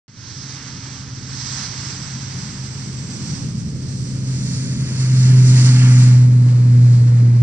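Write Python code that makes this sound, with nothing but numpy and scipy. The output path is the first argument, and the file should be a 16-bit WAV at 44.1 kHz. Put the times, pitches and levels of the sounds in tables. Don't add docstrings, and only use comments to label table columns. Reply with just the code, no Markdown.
import sys
import numpy as np
from scipy import signal
from scipy.fft import rfft, irfft
from scipy.io import wavfile
from scipy.ndimage import uniform_filter1d

SR = 44100
rng = np.random.default_rng(int(sys.argv[2]) if len(sys.argv) > 2 else 0)


def dump_mix(stems):
    frames = np.atleast_2d(stems).T
    limited = np.clip(frames, -1, 1)
    pcm = np.round(limited * 32767).astype(np.int16)
    wavfile.write(sys.argv[1], SR, pcm)


def voltage_ratio(level):
    return 10 ** (np.asarray(level, float) / 20)


N = 327222

BLADE_HZ, ABEAM_S, SPEED_M_S, ACCEL_M_S2, NEAREST_M = 124.15, 6.136, 25, .21, 52.4

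# (time [s], level [dB])
DRONE = [(.08, -40.5), (.7, -37.5), (1.6, -35), (2.3, -32), (3.1, -32.5), (3.7, -33), (4.0, -27),
         (4.3, -20.5), (4.6, -26), (4.9, -24), (5.12, -12.5), (5.4, -7.5), (5.65, -10), (6.0, -6.5),
         (6.5, -11.5), (6.9, -8), (7.25, -10.5), (7.42, -9.5)]
# (multiple of blade rate [1], centre [s], half width [s], level [dB])
LOBES = [(2, 1.1, .8, -46), (2, 4.1, .2, -38), (2, 4.7, .25, -38), (2, 5.42, .15, -35),
         (2, 5.85, .27, -24.5), (2, 6.3, .2, -30.5), (2, 6.73, .1, -29.5), (2, 7.0, .2, -40),
         (2, 7.25, .15, -32), (3, 5.4, .22, -41), (3, 6.0, .25, -52), (3, 6.8, .25, -54),
         (3, 7.35, .25, -45), (4, 5.7, .45, -56), (4, 6.5, .4, -54), (4, 7.15, .45, -52)]
# (time [s], level [dB])
RUMBLE = [(.08, -44), (.8, -41.5), (2.1, -38), (2.4, -35.5), (2.8, -36.5), (3.45, -28.5), (4.1, -30.5),
          (4.25, -27.5), (4.9, -29), (5.3, -26.5), (5.75, -24), (6.15, -30.5), (7.0, -28), (7.28, -31.5),
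          (7.42, -31)]
# (frequency [Hz], level [dB])
RUMBLE_DEEP = [(15, -33), (45, -22.5), (62, -14), (85, -7), (110, -3), (135, -5), (170, -30.5), (220, -48)]
RUMBLE_LOW = [(70, -62), (110, -6.5), (145, -2.5), (190, -4.5), (240, -9.5), (300, -21.5), (400, -57.5)]
RUMBLE_HIGH = [(200, -39.5), (280, -0.5), (390, -7.5), (520, -13.5), (640, -19), (760, -50.5), (900, -65)]
# (time [s], level [dB])
JET = [(.08, -50), (.4, -47), (.7, -44.5), (1.25, -47), (1.47, -40.5), (2.33, -43), (2.45, -44.5),
       (2.9, -48.5), (3.38, -46), (3.7, -53), (4.3, -49.5), (4.5, -48.5), (5.05, -42.5), (5.5, -38.5),
       (5.8, -35), (6.1, -39.5), (6.27, -47), (7.42, -48.5)]
# (multiple of blade rate [1], level [dB])
CHOP = [(54, -12), (55, -7), (56, -7), (57, 0), (58, -1), (59, -2), (60, -7), (61, -12)]
# (centre [s], half width [s], level
# [dB])
CLEAR = [(.38, 0.17, 4), (1.45, 0.22, 4), (1.65, .03, 2), (2.65, 0.035, 1), (2.9, .15, 1),
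         (3.35, 0.11, 0.5), (4.0, 0.14, 2.5), (4.55, 0.25, 6.5), (5.0, 0.057, 3), (5.2, 0.068, 3.5),
         (5.49, 0.036, 4.5), (5.63, 0.07, 3.5), (5.85, .1, -3.5), (6.03, 0.029, 1.5), (6.92, 0.1, 3),
         (7.2, .08, 0), (7.38, 0.046, 1)]
# (4-6 kHz level [dB], 7-9 kHz level [dB])
TILT = [
    (6, -2.5),
    (7, 5),
    (1.5, 0),
    (-3, -6),
]
# (4-6 kHz [dB per dB], 7-9 kHz [dB per dB])
AIR_LOSS = (0.13, 0.85)
# (time [s], bearing [0-3])
TURN = [
    (0, 0),
    (2.2, 0.35),
    (3, 0.77),
    (4, 0.94),
    (4.6, 2),
    (5.95, 2),
    (6.35, 3),
    (7.42, 3),
]
SCATTERED = [
    0.17,
    0.51,
    0.21,
    0.46,
]
# (frequency [Hz], ahead [rad], turning [rad], abeam [rad], shaded [rad])
LEAD = [(600.0, -0.5, -0.5, -0.4, -0.2), (740.0, -0.6, -1.2, -0.6, -0.4), (900.0, -0.5, -0.8, -0.4, -0.2),
        (1500.0, 0.3, -1.4, -1.4, -0.6), (2200.0, 0.8, -0.2, -1.1, -0.3), (2800.0, 1.1, -0.3, -1.8, -2.2),
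        (3500.0, -0.7, -2.9, -3.1, -2.1), (4300.0, -0.1, -2.8, -3.6, -2.1), (5200.0, 0.5, -1.1, -2.8, -2.0),
        (6000.0, 2.1, -0.2, -1.4, -0.9), (6700.0, 3.5, -3.4, -3.6, -2.7), (7500.0, 5.4, -1.7, -4.1, -2.7),
        (8400.0, 6.2, -3.3, -4.1, -3.1), (9400.0, 6.1, -3.9, -5.9, -3.9)]
# (frequency [Hz], left level [dB], right level [dB])
AHEAD = [(556, -15, -20), (745, -23.5, -17.5), (800, -14.5, -13), (1600, -12.5, -6.5), (2150, -15.5, -7.5),
         (2700, -11, -18.5), (3550, -13.5, -15.5), (4150, -13.5, -4.5), (5200.0, -13.5, -0.5),
         (5830, -29, 1.5), (6770, -14, -6), (7320, -13, -17.5), (8400, -15.5, -40), (9540, -21.5, -52.0)]
TURNING = [(580, -27, -22), (774, -11, -10.5), (860, -12.5, -10.5), (1500.0, -12.5, -9.5), (2170, -16, -10),
           (2740, -13.5, -15.5), (3540, -15, -14), (4290, -12.5, -1), (5200.0, -16.0, 1), (5950, -11, 1.5),
           (6400, -16.5, -9), (7440, -7, -7), (8400, -7, -17), (9560, -19, -29.5)]
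ABEAM = [(566, -16, -17.5), (740.0, -13.5, -12), (900.0, -11, -10), (1500.0, -8.0, -5), (2060, -8, -4),
         (2730, -9.5, -9), (3530, -12, -12), (4420, -9.5, -0.5), (5200.0, -13.5, -0.5), (5940, -15.5, -1.0),
         (6890, 0.5, -12.5), (7300, -2.5, -6), (8100, -6.5, -14), (9470, -9, -27.5)]
SHADED = [(544, -2, -3.5), (705, -7, -6.5), (855, -4.5, -4.5), (1500.0, -7.5, -5.5), (2070, -6, -6),
          (2800.0, -10.5, -11.5), (3500.0, -12.5, -14.5), (4200, -6.5, -1), (5200.0, -10, -2),
          (5940, -20, -5), (6600, -7.5, -11), (7460, -6.5, -10), (8600, -9.5, -19.5), (9470, -18.5, -36.5)]
# (frequency [Hz], level [dB])
SELF_NOISE = [(11000, -40), (11900, -12), (12700, -3), (13500, 0), (15200, 0), (15600, -40)]


def propellers(turns):
    hz = run_past()[0]
    drone_db, = curve(DRONE)
    tone = voltage_ratio(drone_db + .5 * walk(14)) * np.sin(turns + .031 * walk(11))
    for k in (2, 3, 4):
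        lobes = sum(voltage_ratio(db) * bump(s, width) for multiple, s, width, db in LOBES if multiple == k)
        tone += lobes * voltage_ratio(.4 * k * walk(9)) * np.cos(k * turns + .03 * k * walk(10))
    ripple = 2 * np.pi * 100 * np.arange(N) / SR
    tone += voltage_ratio(drone_db - 27 + 1.3 * (hz - 131.5)) * np.sin(turns - ripple)
    return np.sqrt(2) * tone


def rumble():
    low_db, = curve(RUMBLE)
    near_db = run_past()[2]
    deep_db = -17 + .53 * low_db + .035 * near_db
    high_db = -34 + .2 * low_db + .92 * near_db
    layers = ((RUMBLE_DEEP, deep_db, -11), (RUMBLE_LOW, low_db + 2, -17), (RUMBLE_HIGH, high_db, -10))
    opposed = np.array([[1], [-1]])
    out = 0
    for points, db, side_db in layers:
        swell = voltage_ratio(db + .7 * walk(6))
        out = out + swell * (coloured(points) + voltage_ratio(side_db) * opposed * coloured(points))
    return out


def compressor_whine(turns, ahead):
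    beam_edge, off_beam_db = .8, -14
    whine = 0
    for multiple, db in CHOP:
        phase = round(multiple) * turns
        whine = whine + voltage_ratio(db) * (walk(80) * np.sin(phase) + walk(80) * np.cos(phase))
    level_db = -8 + off_beam_db / (1 + np.exp((ahead - beam_edge) / .015))
    return rfft(unit(whine) * voltage_ratio(level_db + walk(18)))


def jet(turns):
    hiss_db, = curve(JET)
    turn, = curve(TURN)
    _, ahead, near_db = run_past()
    clear_db = sum(db * bump(s, width) for s, width, db in CLEAR)
    middle_db, top_db = [np.interp(turn, range(len(TILT)), db) + clear_db + loss * near_db
                         for db, loss in zip(np.transpose(TILT), AIR_LOSS)]
    whine = compressor_whine(turns, ahead)
    shapes = ([1, 0, 0, 0], [0, 1, 1, 0], [0, 0, 0, 1])
    bands = [over_hz([3100, 3800, 5900, 6900], shape) for shape in shapes]
    gust_db = .7 * walk(11) + .6 * walk(40)
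    levels = [voltage_ratio(hiss_db + db + gust_db + .39 * walk(11)) for db in (1.1, middle_db + .15, top_db + .12)]
    out = 0
    for k in range(len(SCATTERED)):
        both = ports(noise() + whine, k)
        share = np.sqrt(np.clip(1 - abs(turn - k), 0, 1))
        for band, level in zip(bands, levels):
            part = irfft(both * np.sqrt(band), N)
            out = out + share * level * part / np.std(part.mean(axis=0))
    return out


def run_past():
    s = np.arange(N) / SR - ABEAM_S
    along = SPEED_M_S * s + ACCEL_M_S2 * s ** 2 / 2
    far = np.hypot(along, NEAREST_M)
    receding = (SPEED_M_S + ACCEL_M_S2 * s) * along / far
    hz = BLADE_HZ / (1 + receding / 343)
    return hz, -along / far, 20 * np.log10(NEAREST_M / far)


def ports(wave, k):
    hz, left_db, right_db = np.transpose((AHEAD, TURNING, ABEAM, SHADED)[k])
    grid_hz = np.r_[400, hz, 11000, 12500]
    left, right = [voltage_ratio(over_hz(grid_hz, np.r_[-60, db, db[-1] - 26, db[-1] - 45]))
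                   for db in (left_db, right_db)]
    lead_table = np.transpose(LEAD)
    lead = over_hz(lead_table[0], lead_table[k + 1])
    mix = SCATTERED[k]
    heard = [np.sqrt(1 - mix) * wave + np.sqrt(mix) * noise() for _ in range(2)]
    return np.array([left * np.exp(1j * lead) * heard[0], right * heard[1]])


def band_power(z):
    power = (abs(z[:-1]) ** 2).reshape(-1, 8, z.shape[-1]).mean(axis=1)
    return np.repeat(power, 8, axis=0)


def treble_dropout(x, floor_db, under_db):
    hz, _, z = signal.stft(x, SR, "cosine", nperseg=2048)
    hz = hz[:-1, None]
    mid, side = z[0] + z[1], z[0] - z[1]
    mid_power = band_power(mid)
    busy_db = 10 * np.log10(mid_power.max(axis=0) / mid_power.max() + 1e-12)
    survives = mid_power > band_power(side) * voltage_ratio(2 * under_db + .3 * busy_db)
    mid[:-1] *= (abs(hz - 3650) > 300) | survives
    z = np.array([mid + side, mid - side]) / 2
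    treble = (band_power(z[0]) + band_power(z[1])) * (hz > 1000)
    loudest = uniform_filter1d(treble.max(axis=0), size=25)
    for port in z:
        port[:-1] *= (band_power(port) > loudest * voltage_ratio(2 * floor_db)) | (hz < 7000)
    return signal.istft(z, SR, "cosine", nperseg=2048)[1][:, :N]


def self_noise():
    level = voltage_ratio(-54 + .6 * curve(JET)[0])
    return level * np.array([coloured(SELF_NOISE), coloured(SELF_NOISE)])


def coloured(points):
    hz, db = np.transpose(points)
    shape_db = over_hz(np.r_[hz, 8 * hz[-1]], np.r_[db, db[-1] - 60])
    return unit(irfft(noise() * voltage_ratio(shape_db), N))


def noise():
    return rfft(rng.standard_normal(N))


def walk(rate):
    k = int(SR / rate)
    held = np.repeat(rng.standard_normal(N // k + 1), k)
    return unit(uniform_filter1d(uniform_filter1d(held, k), k)[:N])


def bump(centre_s, width_s):
    return np.exp(-((np.arange(N) / SR - centre_s) / width_s) ** 2)


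def curve(table):
    s, *columns = np.transpose(table)
    return [np.interp(np.arange(N) / SR, s, c) for c in columns]


def over_hz(hz, values):
    return np.interp(np.log(np.fft.rfftfreq(N, 1 / SR) + 1), np.log(hz), values)


def unit(x):
    return x / np.sqrt(np.mean(x ** 2))


def scene():
    turns = 2 * np.pi * np.cumsum(run_past()[0]) / SR
    left, right = propellers(turns) + rumble()
    low = np.array([voltage_ratio(-.14) * np.roll(left, 4), voltage_ratio(.3) * right])
    return low + jet(turns)


def top_cut(x):
    return signal.sosfilt(signal.butter(12, 15140, fs=SR, output="sos"), x)


def record(dry):
    start_s, settle_s, settle_db = .0805, .12, -8.5
    x = treble_dropout(dry, floor_db=-32, under_db=-9.5) + self_noise()
    gain = voltage_ratio(settle_db * bump(start_s, settle_s))
    started = np.arange(N) / SR > start_s
    return top_cut(x * gain * started)


dry = scene()
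out = record(dry)
dump_mix(out)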